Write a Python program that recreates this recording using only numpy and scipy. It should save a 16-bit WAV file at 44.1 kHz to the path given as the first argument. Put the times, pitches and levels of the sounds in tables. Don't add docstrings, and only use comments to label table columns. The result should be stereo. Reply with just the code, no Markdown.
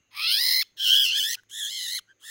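import sys
import numpy as np
from scipy import signal
from scipy.fft import rfft, irfft, next_fast_len
from scipy.io import wavfile
from scipy.ndimage import uniform_filter1d, map_coordinates

SR = 44100
rng = np.random.default_rng(int(sys.argv[2]) if len(sys.argv) > 2 else 0)


def unload_wav(signal):
    wavfile.write(
        sys.argv[1],
        SR,
        np.round(np.clip(np.atleast_2d(signal).T, -1, 1) * 32767).astype(np.int16),
    )


def how_loud(loudness_db):
    steps = np.asarray(loudness_db, float) / 20
    return 10 ** steps


N = 101429

# f/Hz, level/dB per Hz
AIR = [(20, -41.5), (45, -12.5), (110, -16.5), (370, -14.5), (800, -24.5), (1600, -20.5), (4700, -33.5),
       (8400, -45), (16000, -41.5)]
# f/Hz, likeness/0-1
AIR_LIKENESS = [(60, 0.3), (240, 0.8), (950, 0.19), (3770, 0.13), (15000, 0.01)]
# f/Hz, width/Hz, level/dB, silent after t/s
DRONES = [
    (6400, 600, -77.5, 3),
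    (2770, 210, -77, 0.15),
    (4000, 210, -91, .16),
    (105, 13, -78.5, 3),
]

# t/s, level/dB, pitch f/Hz, half-pitch strength/ratio, breath level/dB, beak opening/dB
CALL_A = [(.105, -62.5, 971, 0.56, -10, 5), (0.17, -35.5, 1154, 0.32, -26, 10.5),
          (0.198, -28.5, 1236, 0.43, -3, 3.5), (0.269, -21.5, 1378, 0.93, 2, -11.5),
          (0.328, -18.5, 1517, 0.45, 3, 2), (0.375, -22, 1706, 0.76, -16.5, 0.5),
          (0.399, -21.5, 1860, 1, -16, 0.5), (0.43, -22, 2008, 1, -1.5, 6),
          (0.52, -21, 2015, 0.78, 4.5, 4.5), (.56, -21, 2000, 0.54, -26, 8.5),
          (0.616, -22, 2075, 0.47, -27.5, 2)]
CALL_B = [(0.763, -57.5, 1755, 0.84, 8, -6.5), (.8, -30, 1630, 0.78, -6, -7.5),
          (0.876, -21, 1474, 0.61, 1, -2.5), (0.931, -16.5, 1551, 0.28, -7, -7),
          (1.032, -21, 1594, 0.42, -16, 0), (1.059, -22.5, 1457, 0.58, 12, -1),
          (1.109, -24, 1398, 0.17, 8.5, -18), (1.147, -25, 1602, 0.83, -14, -8),
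          (1.191, -20, 1727, 0.13, -12, 1), (1.205, -25, 1491, 0.91, -1, 3),
          (1.271, -24.5, 1725, 0.067, -18, 0.5), (1.341, -26.5, 2008, 0.13, 6.5, 0)]
CALL_C = [(1.487, -58.5, 1223, .3, 13, -3), (1.527, -41, 1711, 0.34, 4, -1),
          (1.59, -33, 1801, 0.17, -2.5, -2.5), (1.651, -31, 1603, 0.35, -10.5, -0.5),
          (1.69, -32.5, 1756, 0.68, -12, -8.5), (1.709, -33, 2006, 2.3, -13, -9.5),
          (1.76, -31.5, 2089, 2.4, 1, -13.5), (1.818, -30, 1966, 1.15, 12, -7.5),
          (1.895, -30, 1877, 0.76, -19, -2.5), (1.972, -26.5, 2120, 0.24, -24, -3.5),
          (1.983, -31.5, 1960, 0.45, 4, -8)]
CALL_D = [
    (2.187, -72.5, 1316, 0.22, 11, -1),
    (2.234, -48.5, 1557, 0.096, -9, -1.1),
    (2.254, -41, 1732, 0.46, -5, -0.51),
    (2.298, -35.5, 1856, 0.33, -1, -0.99),
]
# f/Hz, level/dB
THROAT_A = [(600, -33.5), (1000, -10.5), (1500, -21), (2000, -9.5), (3000, -1), (4100, -6), (5200, -9),
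            (7300, -21), (9500, -25), (15000, -24.5)]
THROAT_B = [(600, -66), (1100, -34.5), (1550, -24.5), (2000, -16.5), (3150, -4.5), (3900, -17.5),
            (5500, -16), (7000, -24), (10500, -29), (15000, -26)]
THROAT_C = [(600, -70), (1000, -37.5), (1500, -13.5), (2000, -10), (3700, 0), (5100, -18), (6500, -5),
            (8300, -15.5), (11000, -9.5), (15000, -23)]
THROAT_D = [(600, -69.5), (1000, -52.5), (1600, -6.5), (2400, 1.5), (3500, -9), (5100, -15.5),
            (7000, -12.5), (11000, -17), (15000, -24.5)]
# f/Hz, depth/share of pitch
FLUTTERS = [
    (95, .036),
    (105, .04),
    (120, .035),
    (125, .035),
]
RAGGED_S = [.085, .028, .03, .055]
MUFFLED_S = [0.12, .004, 0.0087, 0.014]
# order of the line, level/dB
HALF_PITCH = [(1, -22.5), (3, -7.5), (5, -0.5)]
# f/Hz, level/dB
BREATH_TILT = [(1200, -42), (2500, -22), (3600, -5), (7000, 0)]
# f/Hz, level/dB
WINDPIPE = [(3300, 0), (3700, -4), (4200, 4), (4650, -4), (5100, 4), (5600, -1.5), (6000, 0)]

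# f/Hz, right lag early/rad, late/rad, left minus right early/dB, late/dB
PORTS_A = [(990, 0.87, 0.45, 1, -1.5), (1580, 2.5, 0.36, -2.5, 15.5), (2483, 1.09, 1.2, 3, 0),
           (3056, 3.88, 3.4, -9, -4.5), (4070, 5.25, 5.08, -1.5, -3), (5060, 7.06, 6.5, -3.5, -2.5),
           (6230, 10.18, 9.5, 1, 5.5), (6900, 9.42, 8.2, 0, 0), (7500, 9.42, 9.2, 0, 0),
           (8200, 9.6, 9.6, 0, 0), (8430, 11.9, 10.6, 10.5, 6.5), (11940, 15.4, 17, 26, 19.5),
           (14840, 23, 23, 20, 29)]
PORTS_B = [(967, -3, -6.5, 13, 5.5), (1814, -1.5, -0.5, -11, -3.8), (2150, -3.1, -3.1, 0, 0),
           (2400, -3.1, -2, 0, 0), (3340, 1.6, 0, -8, -1.5), (4315, 1, 7, 1.5, -2.5),
           (5460, 5.5, 9, -13, -3), (6520, 12, 5.5, -1.5, -6), (6900, 9.42, 9.8, 0, 0),
           (8100, 16, 14, 8.5, -0.5), (9480, 19.5, 16.5, 12, 17), (12000, 20, 18.5, 17, 11.5),
           (15444, 24, 29.5, 27.5, 11.5)]
PORTS_C = [(1032, -6.5, -6.5, 4, -16), (1836, 2.5, -4.5, -8.5, -4), (2350, -3.1, -3.5, 0, 0),
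           (2600, -3.1, -3.1, 0, 0), (3030, -1.5, -1.7, -13, -7.5), (3910, 1.67, 1.67, 0.5, -1.5),
           (5440, 5, 1, -3.5, -6.5), (6340, 9, 5.5, -10.5, -4.5), (6660, 6.5, 8.5, -6, -1.5),
           (7900, 6, 8, 5, 1), (9100, 9.5, 8, 6, 8), (12030, 16, 15, 11, 10.5), (15800, 24, 19, 14, 25)]
# from t/s, to t/s
TURNS = [
    (0.301, 0.49),
    (.95, 1.13),
    (1.618, 1.725),
    (2.101, 2.32),
]
# f/Hz, level/dB
MIC = [(8000, 0.85), (10000, 2), (12700, -5.5), (14200, -0.5), (15500, 5)]

# t/s, length/s, level/dB, first f/Hz, last f/Hz, breath level/dB
SQUEAKS = [
    (1.364, 0.04, -49.5, 1412, 1494, 18),
    (2.071, 0.061, -54, 1378, 1593, -24),
]
# f/Hz, level/dB
SQUEAK_THROAT = [(900, -20), (1500, 9), (3100, -8.0), (4500, -6), (16000, -48)]


def evened(x):
    return x / np.sqrt(np.mean(x ** 2) + 1e-20)


def read(points, hz):
    f, value = np.transpose(points)
    return np.interp(np.log(hz + 1), np.log(f + 1), value)


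def add(mix, s, sound):
    part = mix[..., round(s * SR):][..., :sound.shape[-1]]
    part += sound[..., :part.shape[-1]]


def colour(x, points):
    size = next_fast_len(len(x) + 2048)
    hz = np.fft.rfftfreq(size, 1 / SR)
    return irfft(rfft(x, size) * how_loud(read(points, hz)), size)[:len(x)]


def lowpass(x, hz, order=2):
    return signal.sosfiltfilt(signal.butter(order, hz, fs=SR, output="sos"), x)


def fuzzy(count, hz, width):
    r = np.exp(-np.pi * width / SR)
    settle = 9000
    swing = rng.standard_normal((2, count + settle))
    swing = signal.lfilter([1], [1, -2 * r, r * r], swing, axis=1)[:, settle:]
    turn = 2 * np.pi * hz * np.arange(count) / SR
    return evened(swing[0] * np.cos(turn) + swing[1] * np.sin(turn))


def air():
    level_db, patchy_db = -70.5, 2.5
    frames, hz = N // 256 + 5, np.fft.rfftfreq(1024, 1 / SR)
    a, b, c, d, patches = rng.standard_normal((frames, 513, 5)).T
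    patches = evened(uniform_filter1d(uniform_filter1d(patches, 8, 0), 10, 1))
    same = np.clip(read(AIR_LIKENESS, hz), -1, 1)[:, None]
    left = a + 1j * b
    right = same * left + np.sqrt(1 - same ** 2) * (c + 1j * d)
    z = np.array([left * how_loud(-1.5), right])
    z = z * how_loud(read(AIR, hz)[:, None] + patchy_db * patches)
    return how_loud(level_db) * evened(signal.istft(z, nperseg=1024, noverlap=768)[1][:, :N])


def drones():
    out = np.zeros((2, N))
    for f, width, db, until in DRONES:
        sides = np.array([fuzzy(N, f, width), fuzzy(N, f, width)])
        both = fuzzy(N, f, width) + 0.55 * sides
        band = signal.butter(2, [f * 0.93, f * 1.3], "band", fs=SR, output="sos")
        fade = np.clip((until - np.arange(N) / SR) / .05, 0, 1)
        out += how_loud(db) * signal.sosfilt(band, both) * fade
    return out


def smooth(count, n, size):
    x = rng.standard_normal((count, n))
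    return evened(uniform_filter1d(uniform_filter1d(x, size, 1), size, 1))


def voice(hz, half, breath_db, throat, ragged_s, flutter_hz, depth):
    tremble_depth, wander_depth, ragged_depth = .008, 0.018, .22
    follow, shimmer, shimmer_hz = 0.12, 0.21, 360
    n, usual_hz = len(hz), np.median(hz)

    flutter = evened(np.tanh(fuzzy(n, flutter_hz, 110)))
    tremble = fuzzy(n, 370, 200)
    ragged = np.exp(-(np.arange(n) / SR / ragged_s) ** 4) * np.tanh(smooth(1, n, 30)[0])
    wander = smooth(1, n, 500)[0]
    bend = depth * flutter + tremble_depth * tremble + wander_depth * wander + ragged_depth * ragged
    fast = hz * (1 + bend)
    turns = np.cumsum(fast / 2) / SR

    k = np.arange(1, 35)[:, None]
    weak = np.clip(half, 0, 4) * how_loud(np.interp(k, *np.transpose(HALF_PITCH)))
    share = np.where(k % 2, weak, 1) * (k * fast / 2 < 17000)
    throat_hz = k * hz / 2 * (usual_hz / hz) ** (follow * (k < 9))
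    share = share * how_loud(read(throat, throat_hz))
    share = share * (1 + shimmer * np.sqrt(k / 4) * smooth(len(k), n, int(SR / shimmer_hz)))
    folds = (share * np.cos(2 * np.pi * k * turns + 0.27 * k * k)).sum(0)

    puffs = (.5 + np.exp(-(2 * turns % 1) / .3)) * rng.standard_normal(n)
    puffs = 2.2 * colour(colour(evened(puffs), throat), BREATH_TILT)
    x = folds + how_loud(np.minimum(breath_db, 2)) * puffs
    x = how_loud(1.6 * np.minimum(flutter, 1)) * x
    return colour(x, [(.5 * usual_hz - 350, -40), (.5 * usual_hz, 0)])


def scream(rows, throat, ragged_s, flutter, muffled_s):
    drop_s, drop, close_db = .017, .52, -16
    muffle_hz, muffle_db, beak_hz = 3000, -14, 5930
    s, *cols = np.transpose(rows)
    t = np.arange(s[0], s[-1] + drop_s, 1 / SR)
    db, hz, half, breath_db, beak_db = (np.interp(t, s, c) for c in cols)
    end = np.clip((t - s[-1]) / drop_s, 0, 1)

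    x = voice(hz * (1 - drop * end), half, breath_db, throat, ragged_s, *flutter)
    x = colour(x, WINDPIPE)
    dull = lowpass(x, muffle_hz)
    muffle = np.exp(-((t - s[0]) / muffled_s) ** 4)
    x = dull + how_loud(muffle_db * muffle) * (x - dull)
    low = lowpass(x, beak_hz)
    x = low + how_loud(beak_db) * (x - low)

    x = x / np.sqrt(uniform_filter1d(x ** 2, size=1500) + 1e-20)
    fade_in = np.minimum((t - s[0]) / 0.0061, 1)
    return x * how_loud(db + close_db * end ** 3 - 51 * end ** 12) * fade_in


def ports(x, start, table, turn):
    near_db, sway_s = -20, 0.00012
    hz, t, z = signal.stft(colour(x, MIC), SR, nperseg=256, noverlap=224)
    f, *cols = np.transpose(table)
    lag, late_lag, db, late_db = (np.interp(hz, f, c)[:, None] for c in cols)
    turned = np.clip((start + t - turn[0]) / (turn[1] - turn[0]), 0, 1)
    lag = lag + (late_lag - lag) * turned
    db = db + (late_db - db) * turned
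    z = np.array([z * how_loud(.35 * db), z * how_loud(-.65 * db) * np.exp(-1j * lag)])
    pair = signal.istft(z, SR, nperseg=256, noverlap=224)[1][:, :len(x)]

    out, t = pair.copy(), np.arange(len(x))
    for ear, late, rate, phase, sign in rng.random((8, 5)):
        side = int(ear * 2)
        sway = sway_s * np.sin(2 * np.pi * ((1 + 2 * rate) * t / SR + phase))
        at = t - SR * (0.000343 + 0.00186 * late + sway)
        bounce = map_coordinates(pair[side], [at], order=3)
        out[side] += how_loud(near_db) * np.sign(sign - .5) / 2 * bounce
    return out


def yard(x):
    level_db, t60_s = -25.5, .3
    t = np.arange(SR // 2) / SR
    tail = rng.standard_normal((2, len(t))) * how_loud(-60 * t / t60_s) * (t > .006)
    tail = signal.lfilter([.35], [1, -.65], tail / np.linalg.norm(tail[0]))
    return how_loud(level_db) * signal.fftconvolve(x, tail, axes=1)[:, :N]


def squeak(length, db, first_hz, last_hz, breath_db):
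    u = np.arange(0, 1, 1 / (SR * length))
    hz = first_hz + (last_hz - first_hz) * np.sin(u * 1.8)
    x = voice(hz, 0, breath_db, SQUEAK_THROAT, 0.011, *FLUTTERS[2])
    return how_loud(db) * evened(x) * np.sin(np.pi * u ** 1.64) ** 0.39


def beak_tick():
    level_db, ring_hz, t60_s = -47, 1550, .008
    t = np.arange(300) / SR
    ring = np.sin(2 * np.pi * ring_hz * t) + 0.32 * rng.standard_normal(300)
    return how_loud(level_db - 60 * t / t60_s) * ring


def scene():
    bird = np.zeros((2, N))
    calls = [CALL_A, CALL_B, CALL_C, CALL_D]
    throats = [THROAT_A, THROAT_B, THROAT_C, THROAT_D]
    tables = [PORTS_A, PORTS_B, PORTS_C, PORTS_C]
    for i, rows in enumerate(calls):
        start = rows[0][0]
        call = scream(rows, throats[i], RAGGED_S[i], FLUTTERS[i], MUFFLED_S[i])
        add(bird, start, ports(np.pad(call, (0, 300)), start, tables[i], TURNS[i]))
    for start, *note in SQUEAKS:
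        add(bird, start, ports(squeak(*note), start, PORTS_C, TURNS[3]))
    tick_s = 1.4345
    add(bird, tick_s, ports(beak_tick(), tick_s, PORTS_C, TURNS[3]))
    return air() + drones() + bird + yard(bird)


def roll_off(x):
    return signal.sosfilt(signal.butter(12, 17040, fs=SR, output="sos"), x)


def record(dry):
    gate_db, open_db, gate_hz, edge_hz = -4.5, -45, 1300, 15900
    power = uniform_filter1d((dry ** 2).mean(0), size=3000)
    power_db = 10 * np.log10(abs(power) + 1e-12)
    shut = uniform_filter1d(np.clip((open_db - power_db) / 15, 0, 1), size=2000)
    gated = dry + (how_loud(gate_db * shut) - 1) * lowpass(dry, gate_hz, order=3)
    edge = signal.firwin(511, edge_hz, window=("kaiser", 9), fs=SR)
    mix = signal.oaconvolve(gated, edge[None], "same")
    return roll_off(mix)


dry = scene()
out = record(dry)
unload_wav(out)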